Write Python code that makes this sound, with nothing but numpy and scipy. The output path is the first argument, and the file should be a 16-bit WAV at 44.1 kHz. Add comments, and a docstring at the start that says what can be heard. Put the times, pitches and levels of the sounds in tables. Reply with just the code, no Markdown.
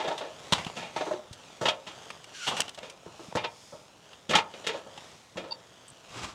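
"""Snow crunches under boots and soles land on an aluminium ladder beside a snowed-in van in a quiet yard.
A snow tool knocks, its pole slides out, a jacket rustles, the ladder squeaks, and at last the soft
head sweeps snow off the roof. Contacts are fractured noise driving struck modes; cloth, friction and
loose snow are coloured grains; the pole's air column and the squeak are gliding or wavering tones.
A scattered tail and a steady bed of air surround the work."""
import sys
import numpy as np
from scipy import signal
from scipy.fft import rfft, irfft
from scipy.io import wavfile
from scipy.ndimage import uniform_filter1d

SR = 44100
rng = np.random.default_rng(int(sys.argv[2]) if len(sys.argv) > 2 else 0)


def wav_out(sig):
    """Save sig, one row per channel (or a flat mono array), as 16-bit PCM at SR to the path in sys.argv[1]."""
    wavfile.write(sys.argv[1], SR, np.round(np.clip(np.atleast_2d(sig).T, -1, 1) * 32767).astype(np.int16))


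N = 279594
TIME = np.arange(N) / SR
RING_TIME = TIME[:32768]   # time axis of every impulse response


def from_db(db):
    """Logarithmic level: decibels become an amplitude gain."""
    return 10 ** (np.asarray(db) / 20)


def unit_energy(x):
    """Parseval's relation: a response of unit energy passes white noise at equal power."""
    return x / np.sqrt(np.sum(x ** 2) + 1e-20)


def in_time(rows):
    """Linear interpolation: the columns of a curve at every sample."""
    start_s, *columns = np.transpose(rows)
    return [np.interp(TIME, start_s, column) for column in columns]


def swells(rows):
    """Gaussian envelope: the summed power of smooth strokes, each a bell around its middle."""
    return sum(from_db(level_db) ** 2 * np.exp(-2 * np.pi * ((TIME - middle_s) / length_s) ** 2)
               for middle_s, length_s, level_db in rows)


def band(x, low_hz, high_hz, order=3):
    """Causal band-pass: a Butterworth filter keeps one register."""
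    edges_hz = [low_hz, min(high_hz, .45 * SR)]
    return signal.sosfilt(signal.butter(order, edges_hz, "band", fs=SR, output="sos"), x + 1e-18)


def through(x, response):
    """Linear superposition: every sample of a signal sets off the impulse response."""
    return signal.fftconvolve(x, response)[:N]


def resonance(x, hz, quality):
    """Simple resonator: one broad peak with gain 1 on top."""
    return signal.lfilter(*signal.iirpeak(hz, max(quality, 1), fs=SR), x + 1e-18)


def hollow(x, hz, reflection, count):
    """Comb filtering: repeated reflections in a gap reinforce multiples of hz, which may vary in time."""
    weights = unit_energy(np.clip(reflection, 0, .9) ** np.arange(count))
    return sum(weight * np.interp(TIME - k / hz, TIME, x) for k, weight in enumerate(weights))


def colour(points):
    """Minimum phase by folding the cepstrum: the given spectrum, falling 12 dB more per octave past its ends."""
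    hz, db = np.transpose(points)
    size = len(RING_TIME)
    log_hz = np.log(np.maximum(np.fft.rfftfreq(size, 1 / SR), 1))
    outside = np.abs(log_hz - np.clip(log_hz, np.log(hz[0]), np.log(hz[-1])))
    gain = from_db(np.interp(log_hz, np.log(hz), db))
    cepstrum = irfft(np.log(gain) - 2 * outside)
    cepstrum[size // 2:] = 0
    return unit_energy(irfft(np.exp(rfft(2 * cepstrum))))


def ringing(modes):
    """Modal superposition: struck modes, each a dying sine with its share of the energy."""
    response = np.zeros(len(RING_TIME))
    for hz, energy_db, t60 in modes:
        mode = np.sin(2 * np.pi * hz * RING_TIME) * from_db(-60 * RING_TIME / t60)
        response += from_db(energy_db) * rng.choice([-1, 1]) * unit_energy(mode)
    return response


def grains(per_s, spread_db, smooth_db, size=400):
    """Shot noise: tiny fractures of uneven size over smooth friction, at an even running power of 1."""
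    sizes = from_db(spread_db * np.minimum(rng.exponential(1, N), 4)) * rng.choice([-1, 1], N)
    clicks = sizes * (rng.random(N) < per_s / SR)
    x = clicks / clicks.std() + from_db(smooth_db) * rng.standard_normal(N)
    return x / np.sqrt(uniform_filter1d(x ** 2, size) + 1e-9)


# spectrum of the still air: pitch_hz [Hz], relative_db [dB per Hz]
AIR_SPECTRUM = [(20, -34), (45, -14), (80, -6), (140, 0.5), (300, -9), (700, -12.5), (2000, -25.5),
                (7000, -21.5), (16000, -38)]


def winter_air(level_db=-63):
    """Stationary noise: the air is a steady bed of coloured random pressure."""
    return from_db(level_db) * through(rng.standard_normal(N), colour(AIR_SPECTRUM))


# scattered tail of the yard: low_hz [Hz], high_hz [Hz], relative_db [dB], t60_s [s]
YARD_TAIL = [(80, 190, -9, 0.41), (350, 1260, -13, 0.28), (1400, 2400, -19.5, 0.17),
             (5000, 12000, -61, .25)]


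def yard(x, build_s=0.045):
    """Diffuse scattering: shed wall and trees return a short, dull tail; the snow swallows the rest."""
    tail = 0
    for low_hz, high_hz, db, t60 in YARD_TAIL:
        envelope = np.minimum(RING_TIME / build_s, 1) * from_db(-60 * RING_TIME / t60)
        scatter = rng.standard_normal(len(RING_TIME)) * envelope
        tail = tail + from_db(db) * band(unit_energy(scatter), low_hz, high_hz, order=2)
    return through(x, tail)


# swishes of the jacket with each reach: middle_s [s], length_s [s], level_db [dB]
JACKET_SWISHES = [(0.02, 0.49, -49.5), (0.58, 0.52, -49), (1.05, 0.24, -48), (1.5, 0.4, -55),
                  (2.03, 0.39, -52), (2.3, 0.11, -55.5), (2.64, 0.15, -51), (2.84, 0.17, -59),
                  (3.22, 0.36, -56), (4.12, 0.17, -59), (4.6, 0.2, -52.5), (4.76, 0.1, -51),
                  (5.02, 0.31, -54), (5.88, 0.9, -61), (6.14, 0.18, -54.5)]
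# spectrum of dull rubbing: pitch_hz [Hz], relative_db [dB per Hz]
RUBBING_SPECTRUM = [(60, -7.5), (130, -0.5), (300, 0.5), (480, 4), (640, 5), (1000, 1.5), (1350, -1.5),
                    (2000, -32.5)]
# spectrum of the jacket's hiss: pitch_hz [Hz], relative_db [dB per Hz]
JACKET_SPECTRUM = [(900, -13.5), (1450, 1), (2100, 1.5), (3300, 5), (4300, -1.5), (6700, -1.5),
                   (9000, -11.5), (12000, -22.5), (16000, -36)]
REST_DB = -61   # rustle between reaches
RUB_DB = -0.5   # dull rubbing re jacket hiss
# a sole keeps rubbing after it lands, barely stronger after a longer landing (dB per second of its t60)
SETTLE_DB, SETTLE_T60_S, SETTLE_DB_PER_S = -53.5, 1.0, 0.2


def movement(sheen_hz=1560, wander=0.24):
    """Sliding friction: sleeves hiss with a wandering hollow sheen; clothes and soles rub dully on the ladder."""
    reach = from_db(REST_DB) ** 2 + swells(JACKET_SWISHES)
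    usual_s = np.mean([length_s for s, rise, length_s, *rest in SOLE_CONTACTS])
    settle = np.zeros(N)
    for s, rise, length_s, *rest in SOLE_CONTACTS:
        settle_db = SETTLE_DB + SETTLE_DB_PER_S * (length_s - usual_s)
        settle += (TIME >= s) * from_db(settle_db - 60 * np.abs(TIME - s) / SETTLE_T60_S) ** 2
    rubbing = through(grains(per_s=250, spread_db=3.5, smooth_db=2.5, size=4000), colour(RUBBING_SPECTRUM))
    posture = uniform_filter1d(uniform_filter1d(rng.standard_normal(N), size=20000), size=20000)
    gap_hz = sheen_hz * np.exp(wander * posture / posture.std())
    fibres = grains(per_s=2500, spread_db=5.5, smooth_db=1.5, size=3000)
    cloth = through(hollow(fibres, gap_hz, reflection=0.3, count=3), colour(JACKET_SPECTRUM))
    return np.sqrt(from_db(RUB_DB) ** 2 * reach + settle) * rubbing + np.sqrt(reach) * cloth


# thin high ticks: start_s [s], level_db [dB]
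HIGH_TICKS = [(5.881, -42.5), (5.889, -50), (5.901, -44)]


def high_ticks(t60=0.023, low_hz=7700, high_hz=9100):
    """Exponential decay: a quick run of faint, thin ticks, each a dying burst of band-limited noise."""
    level = sum(from_db(db - 60 * np.abs(TIME - s) / t60) * (TIME >= s) for s, db in HIGH_TICKS)
    response = unit_energy(band(RING_TIME == 0, low_hz, high_hz, order=2))
    return through(level * rng.standard_normal(N), response)


# squeaks of the ladder: start_s [s], length_s [s], level_db [dB]
LADDER_SQUEAKS = [(5.508, 0.01, -34), (5.518, 0.013, -28), (5.524, 0.036, -46.5)]
# partials of the squeak: multiple [of the fundamental], relative_db [dB]
PARTIALS = [(1, -9), (3, -19), (4, -16), (5, -2)]


def squeaks(pitch_hz=920, waver=0.0165):
    """Stick-slip: a dry ladder joint slips at an unsteady rate; the fifth partial is strongest."""
    unsteady = uniform_filter1d(rng.standard_normal(N), size=50)
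    phase = 2 * np.pi * np.cumsum(pitch_hz * (1 + waver * unsteady / unsteady.std())) / SR
    level = np.zeros(N)
    for s, length, db in LADDER_SQUEAKS:
        level += from_db(db) * np.sin(np.pi * np.clip((TIME - s) / length, 0, 1))
    tone = sum(from_db(db) * np.sin(round(k) * phase) for k, db in PARTIALS)
    return np.sqrt(2) * level * tone


# low, dull thumps: start_s [s], level_db [dB], pitch_hz [Hz] at the start
LOW_THUMPS = [(0.523, -19.5, 194), (0.578, -38, 105), (0.665, -27, 181), (1.31, -33, 118),
              (3.284, -36, 212), (4.348, -29, 111), (5.919, -48, 110)]


def thumps(rise_s=0.001, t60_s=0.036, sag_s=0.051):
    """Damped oscillation: a dull thump is a few low cycles whose pitch would halve in the sag time."""
    out = np.zeros(N)
    for s, db, hz in LOW_THUMPS:
        t = np.maximum(TIME - s, 0)
        phase = 2 * np.pi * hz * sag_s * np.log1p(t / sag_s)
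        decay = from_db(db - 60 * np.maximum(t - rise_s, 0) / t60_s)
        out += decay * np.minimum(t / rise_s, 1) * np.sin(phase)
    return band(out, 55, 900, order=2)


# the pole slides out: start_s [s], level_db [dB], pitch_hz [Hz] of the tube resonance
POLE_SLIDE = [(2.28, -77, 1860), (2.35, -41.5, 1640), (2.40, -39.5, 1452), (2.45, -33.5, 1440),
              (2.50, -43, 1497), (2.58, -39, 1450), (2.64, -56, 1370), (2.70, -75, 1400)]
# spectrum of its friction: pitch_hz [Hz], relative_db [dB per Hz]
SLIDE_SPECTRUM = [(700, -22), (1500, -29), (2100, -5), (3000, -1.5), (4400, -8), (6500, -5.5),
                  (9500, -20.5), (16000, -50)]


def pole_slide(width_hz=90, hollow_hz=1450):
    """Air-column resonance: tube hisses in tube, and the column sings, sinking overall as it grows longer."""
    level_db, tube_hz = in_time(POLE_SLIDE)
    rub = grains(per_s=12000, spread_db=5.5, smooth_db=16)
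    friction = through(hollow(rub, hollow_hz, reflection=0.22, count=7), colour(SLIDE_SPECTRUM))
    phase = 2 * np.pi * np.cumsum(tube_hz) / SR
    blur = unit_energy(np.exp(-np.pi * width_hz * RING_TIME))   # friction noise keeps the column ringing
    excitation = through([1, 1j] @ rng.standard_normal((2, N)), blur)
    sing = (excitation * np.exp(1j * phase)).real
    return from_db(level_db) * (from_db(-4.5) * friction + from_db(-10.0) * sing)


# light passes of the soft head over the roof snow: middle_s [s], length_s [s], level_db [dB]
ROOF_SKIMS = [(3.27, 0.18, -58), (3.65, 0.35, -56.5), (5.12, 0.37, -62)]
# spectrum of a skim: pitch_hz [Hz], relative_db [dB per Hz]
SKIM_SPECTRUM = [(1500, -9), (3800, -6), (5200, -1.5), (7000, -5.5), (10500, -16), (15000, -33)]


def roof_skims(sheen_hz=1700):
    """Granular friction: light passes of the head raise only a thin, high hiss."""
    friction = grains(per_s=4400, spread_db=9, smooth_db=19.0, size=2000)
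    crystals = hollow(friction, sheen_hz, reflection=0.23, count=3)
    return np.sqrt(swells(ROOF_SKIMS)) * through(crystals, colour(SKIM_SPECTRUM))


# the head sweeps the roof: start_s [s], level_db [dB]
ROOF_SWEEP = [(6.03, -84), (6.10, -54), (6.14, -46.5), (6.185, -39), (6.215, -42.5), (6.245, -34),
              (6.27, -43.5), (6.30, -45), (6.34, -54.5)]
# spectrum of the sweep: pitch_hz [Hz], relative_db [dB per Hz]
SWEEP_SPECTRUM = [(24, -32), (40, -8), (104, -0.5), (243, -9), (283, -4.5), (422, -10.5), (1270, -5.5),
                  (1760, -13.5), (2570, -10), (3060, -12), (7540, -18.5), (16000, -54)]


def roof_sweep():
    """Granular flow: the soft head pushes loose crystals across the roof."""
    level_db, = in_time(ROOF_SWEEP)
    crystals = grains(per_s=2500, spread_db=2.0, smooth_db=0, size=900)
    return from_db(level_db) * through(crystals, colour(SWEEP_SPECTRUM))


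# registers of a contact, thud, body, crunch, fizz: low_hz [Hz], high_hz [Hz, held below 0.45 SR]
CONTACT_REGISTERS = [(62, 389), (290, 1176), (1400, 4850), (5000, 27000)]
# spectrum of a contact: pitch_hz [Hz], relative_db [dB per Hz]
CONTACT_SPECTRUM = [(40, -15), (100, -20), (200, -6), (300, -3), (480, 0.5), (850, -4.5), (1120, -2.5),
                    (1600, -5), (3500, -6), (4500, -9.5), (7000, -11.5), (10000, -26.5), (16000, -48)]


def contacts(table, modes, fractures, ring_db, blow_db, focus_db, trim_db, quality=4.9):
    """Source and filter: each contact lands, loads up and lets go, driving resonances set by where it touches."""
    drive = np.zeros((len(CONTACT_REGISTERS), N))
    for s, rise, t60, *levels_db, body_hz, crunch_hz in table:
        start, rise = max(round(s * SR), 0), max(rise, 1 / SR)
        t = RING_TIME[:min(N - start, SR // 3)]
        load = np.minimum(t / rise, 1) * from_db(-60 * np.maximum(t - rise, 0) / t60)
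        grinding = load * fractures[rng.integers(N // 2):][:len(t)]
        # the more sudden the touch, the stronger its first blow
        blow = np.outer(from_db(blow_db), t == 0) * np.exp(-rise / 0.011)
        thud, body, crunching, fizz = grinding + blow
        focused = []
        for force, hz, db in zip((body, crunching), (body_hz, crunch_hz), focus_db):
            peak = from_db(db) * resonance(force, hz, quality)
            focused.append((force + peak) / np.sqrt(1 + from_db(db)))
        drive[:, start:start + len(t)] += from_db(levels_db)[:, None] * [thud, *focused, fizz]
    response = colour(CONTACT_SPECTRUM) + from_db(ring_db) * ringing(modes)
    return sum(from_db(db) * through(x, unit_energy(band(response, low_hz, high_hz)))
               for x, (low_hz, high_hz), db in zip(drive, CONTACT_REGISTERS, trim_db))


def knock(s, rise, t60, db, body_db, hz):
    """Impact spectrum: a bright clack over as much hollow body as the touch wakes; hollow knocks are duller."""
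    thud_db = db + body_db - 8
    fizz_db = db - 11 - 0.39 * body_db   # dB of fizz lost for each dB of hollow body
    return (s, rise, t60, thud_db, db + body_db, db, fizz_db, 858, hz)   # 858 Hz: the hollow body


# the snow tool knocks and its lock clicks: start_s [s], t60_s [s], level_db [dB],
# body_db [dB re level, hollow body], pitch_hz [Hz, the clack]
TOOL_KNOCKS = [(0.178, 0.12, -34, -4.5, 3600), (0.523, 0.072, -17, -3, 3500),
               (0.533, 0.023, -15.5, -5.5, 3500), (0.546, .2, -32, 1, 3450), (0.58, 0.22, -35, 1.5, 2300),
               (0.647, 0.031, -36, -13, 3110), (0.665, 0.089, -36.5, 1, 2800),
               (0.699, 0.017, -41, 8.5, 3000), (1.328, 0.06, -42, -25, 3720),
               (2.103, 0.038, -32.5, -1.5, 2340), (2.242, 0.031, -41, -16, 2770),
               (2.567, 0.21, -30.5, -9, 2750), (2.604, 0.023, -20, -31.5, 2780),
               (2.617, 0.014, -23, -11, 2850), (2.68, 0.033, -35.5, -4, 2830),
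               (2.693, 0.016, -31.5, -22, 2880), (2.746, 0.057, -43.5, -20, 3270),
               (2.787, 0.016, -36, -11, 2950), (2.898, 0.048, -41, -25, 2570),
               (3.325, 0.0076, -49, 15, 2200), (4.13, 0.048, -45, -3.5, 2940),
               (4.976, 0.051, -39.5, 2, 2900)]
# the pole binds and rasps as it slides: start_s [s], rise_s [s], t60_s [s], level_db [dB],
# body_db [dB re level, hollow body]
POLE_RASPS = [(2.462, .02, 0.16, -25, -3), (2.508, .0025, 0.36, -39, 10), (2.592, 0.011, 0.025, -34.5, 11)]
# modes of the tool's pole: pitch_hz [Hz], energy_db [dB], t60_s [s]
POLE_MODES = [(194, -6, 0.018), (935, -19, 0.033), (2648, -5, 0.017), (3760, -40, 0.027),
              (5830, -30, 0.014), (7860, -11.5, 0.0029)]


def tool_knocks(knock_rise_s=0.00078, rasp_hz=3100):
    """Forced vibration: hard, short chatter of the pole and its lock drives the pole's modes."""
    chatter = grains(per_s=1300, spread_db=8.5, smooth_db=-8.5, size=150)
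    touches = [knock(s, knock_rise_s, *rest) for s, *rest in TOOL_KNOCKS]
    touches += [knock(*row, rasp_hz) for row in POLE_RASPS]
    return contacts(touches, POLE_MODES, chatter, ring_db=-5.5, blow_db=[6.6, 15.5, 9.8, 6.0],
                    focus_db=[6, 7], trim_db=[-3.4, -1.45, -1.15, -1.8])


def snow_hz(grit_db, lowest_hz=1600):
    """Fracture pitch: gritty snow breaks higher, an octave per 12 dB of grit, within one octave in all."""
    return np.clip(2780 * 2 ** (grit_db / 12), lowest_hz, 2 * lowest_hz)


def sole_contact(s, rise, t60, db, weight_db, grit_db, hz):
    """Impact loading: a thud, with fizz raised by both the weight and the snow under the sole."""
    fizz_db = db + (weight_db + grit_db) / 2 - 7   # re the mean of thud and grit
    return (s, rise, t60, db + weight_db, db, db + grit_db, fizz_db, hz, snow_hz(grit_db))


def crunch(s, rise, t60, db, grit_db, hz):
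    """Brittle fracture: the grittier the snow and the more abruptly it breaks, the more it fizzes."""
    grit_level_db = db + grit_db
    snap_db = 1.5 * np.log2(0.0031 / rise)   # extra fizz for each halving of the usual 0.0031 s rise
    fizz_db = grit_level_db - 20 + 1.58 * grit_db + snap_db
    return (s, rise, t60, grit_level_db - 19.5, db, grit_level_db, fizz_db, hz, snow_hz(grit_db))


# a sole lands on or scuffs a rung: start_s [s], rise_s [s], t60_s [s], level_db [dB],
# weight_db [dB re level, thud], grit_db [dB re level, grit under the sole], pitch_hz [Hz]
SOLE_CONTACTS = [(0.078, 0.0047, .087, -24.5, -16.5, -8, 850), (0.759, .012, 0.47, -37.5, -5, -1.5, 695),
                 (0.962, 0.0017, 0.21, -29, -15.5, -4.5, 810), (1.009, .0009, 0.11, -24.5, -42, -9.5, 700),
                 (1.065, 0.0013, 0.16, -25.5, -31, -19, 340), (1.11, 0.0011, 0.098, -25, -20, -26, 567),
                 (1.13, 0.0039, 0.1, -27.5, -32, -14.5, 360),
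                 (1.612, 0.0027, 0.33, -25.5, -10.5, -11.5, 577),
                 (1.867, 0.0055, 0.22, -41, -9.5, 1.5, 930), (2.776, .0012, .15, -40, -15, -5, 660),
                 (2.828, 0.0013, 0.33, -42, -11.5, -2, 547), (3.059, 0.0025, 0.12, -38.5, -9.5, -30, 350),
                 (3.194, 0.0025, 0.2, -38, -27, -37, 350), (3.352, 0.0026, 0.11, -21, -9, -12, 603),
                 (3.723, 0.0083, 0.16, -40, -9.5, -24, 595), (4.292, 0.0033, 0.21, -35, 0.5, 2.5, 517),
                 (4.305, 0.0056, .12, -25, -9.5, -2, 577), (4.538, 0.0012, 0.13, -41, -21, -3.5, 580),
                 (4.865, 0.0059, .1, -40.5, -9, -22, 530), (5.357, .0028, 0.37, -37, -6, -36, 342),
                 (5.371, .0025, 0.17, -33.5, -18, -2, 540)]
# packed snow gives way under the weight: start_s [s], rise_s [s], t60_s [s], level_db [dB],
# grit_db [dB re level], pitch_hz [Hz]
SNOW_CRUNCHES = [(0.0, 0.0023, 0.2, -29, -5, 830), (0.044, 0.0028, 0.48, -30, -8.5, 618),
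                 (0.105, 0.0076, 0.12, -26, -12, 810), (0.209, .0025, 0.34, -32, -9, 637),
                 (0.825, 0.0046, 0.28, -40, -1.5, 795), (1.655, 0.0016, 0.19, -24, 1, 980),
                 (1.683, 0.0036, 0.092, -22.5, 2, 724), (3.37, 0.0016, 0.19, -28.5, -3, 920),
                 (3.436, 0.011, 0.092, -28, -1.5, 900), (4.333, 0.0038, 0.18, -18.5, -5, 1310),
                 (4.352, 0.00091, 0.12, -19, 3.5, 844), (4.38, 0.0073, 0.084, -22.5, -2, 930),
                 (4.642, 0.0014, 0.17, -43.5, 1.5, 584), (4.667, 0.0015, .12, -30, 5.5, 460),
                 (4.688, 0.0037, .17, -27.5, -4, 448), (4.742, .001, 0.31, -34, -9.5, 590),
                 (5.435, .0075, 0.37, -40, -9, 540)]
# modes of the ladder: pitch_hz [Hz], energy_db [dB], t60_s [s]
LADDER_MODES = [(182.6, -4.5, 0.046), (327, -16, 0.11), (460, -17.5, 0.026), (540, -19, 0.7),
                (603.7, -12, 0.11), (629.5, -11.5, 0.17), (836, -13, 0.085), (933, -10.5, 0.18),
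                (1258, -6.5, 0.047), (1646, -8.5, 0.022), (2100, -18.5, 0.13), (2407, -8, 0.11),
                (2870, -13, 0.023), (3283, -7.5, 0.044), (3650, -6.5, 0.015), (4560, -28, 0.053)]


def boots():
    """Impact and fracture: the rubber sole lands or scuffs, and packed snow breaks in many small slips."""
    slips = grains(per_s=900, spread_db=1.0, smooth_db=-3.5, size=260)
    touches = [sole_contact(*row) for row in SOLE_CONTACTS] + [crunch(*row) for row in SNOW_CRUNCHES]
    return contacts(touches, LADDER_MODES, slips, ring_db=-6.0, blow_db=[28.9, 20.3, 14.3, 7.7],
                    focus_db=[10, -1], trim_db=[-0.49, -0.28, 1.0, 1.0], quality=6.8)


def scene():
    """Superposition: the work at the van, its scattered tail, the movement and the still winter air."""
    work = boots() + tool_knocks() + thumps() + pole_slide()
    work = work + squeaks() + high_ticks() + roof_sweep() + roof_skims()
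    return (work + yard(work) + movement() + winter_air())[None]


def record(dry):
    """Band limiting: an elliptic low-pass cuts the top steeply at 15900 Hz."""
    return signal.sosfilt(signal.ellip(10, .1, 90, 15900, fs=SR, output="sos"), dry)


dry = scene()
out = record(dry)
wav_out(out)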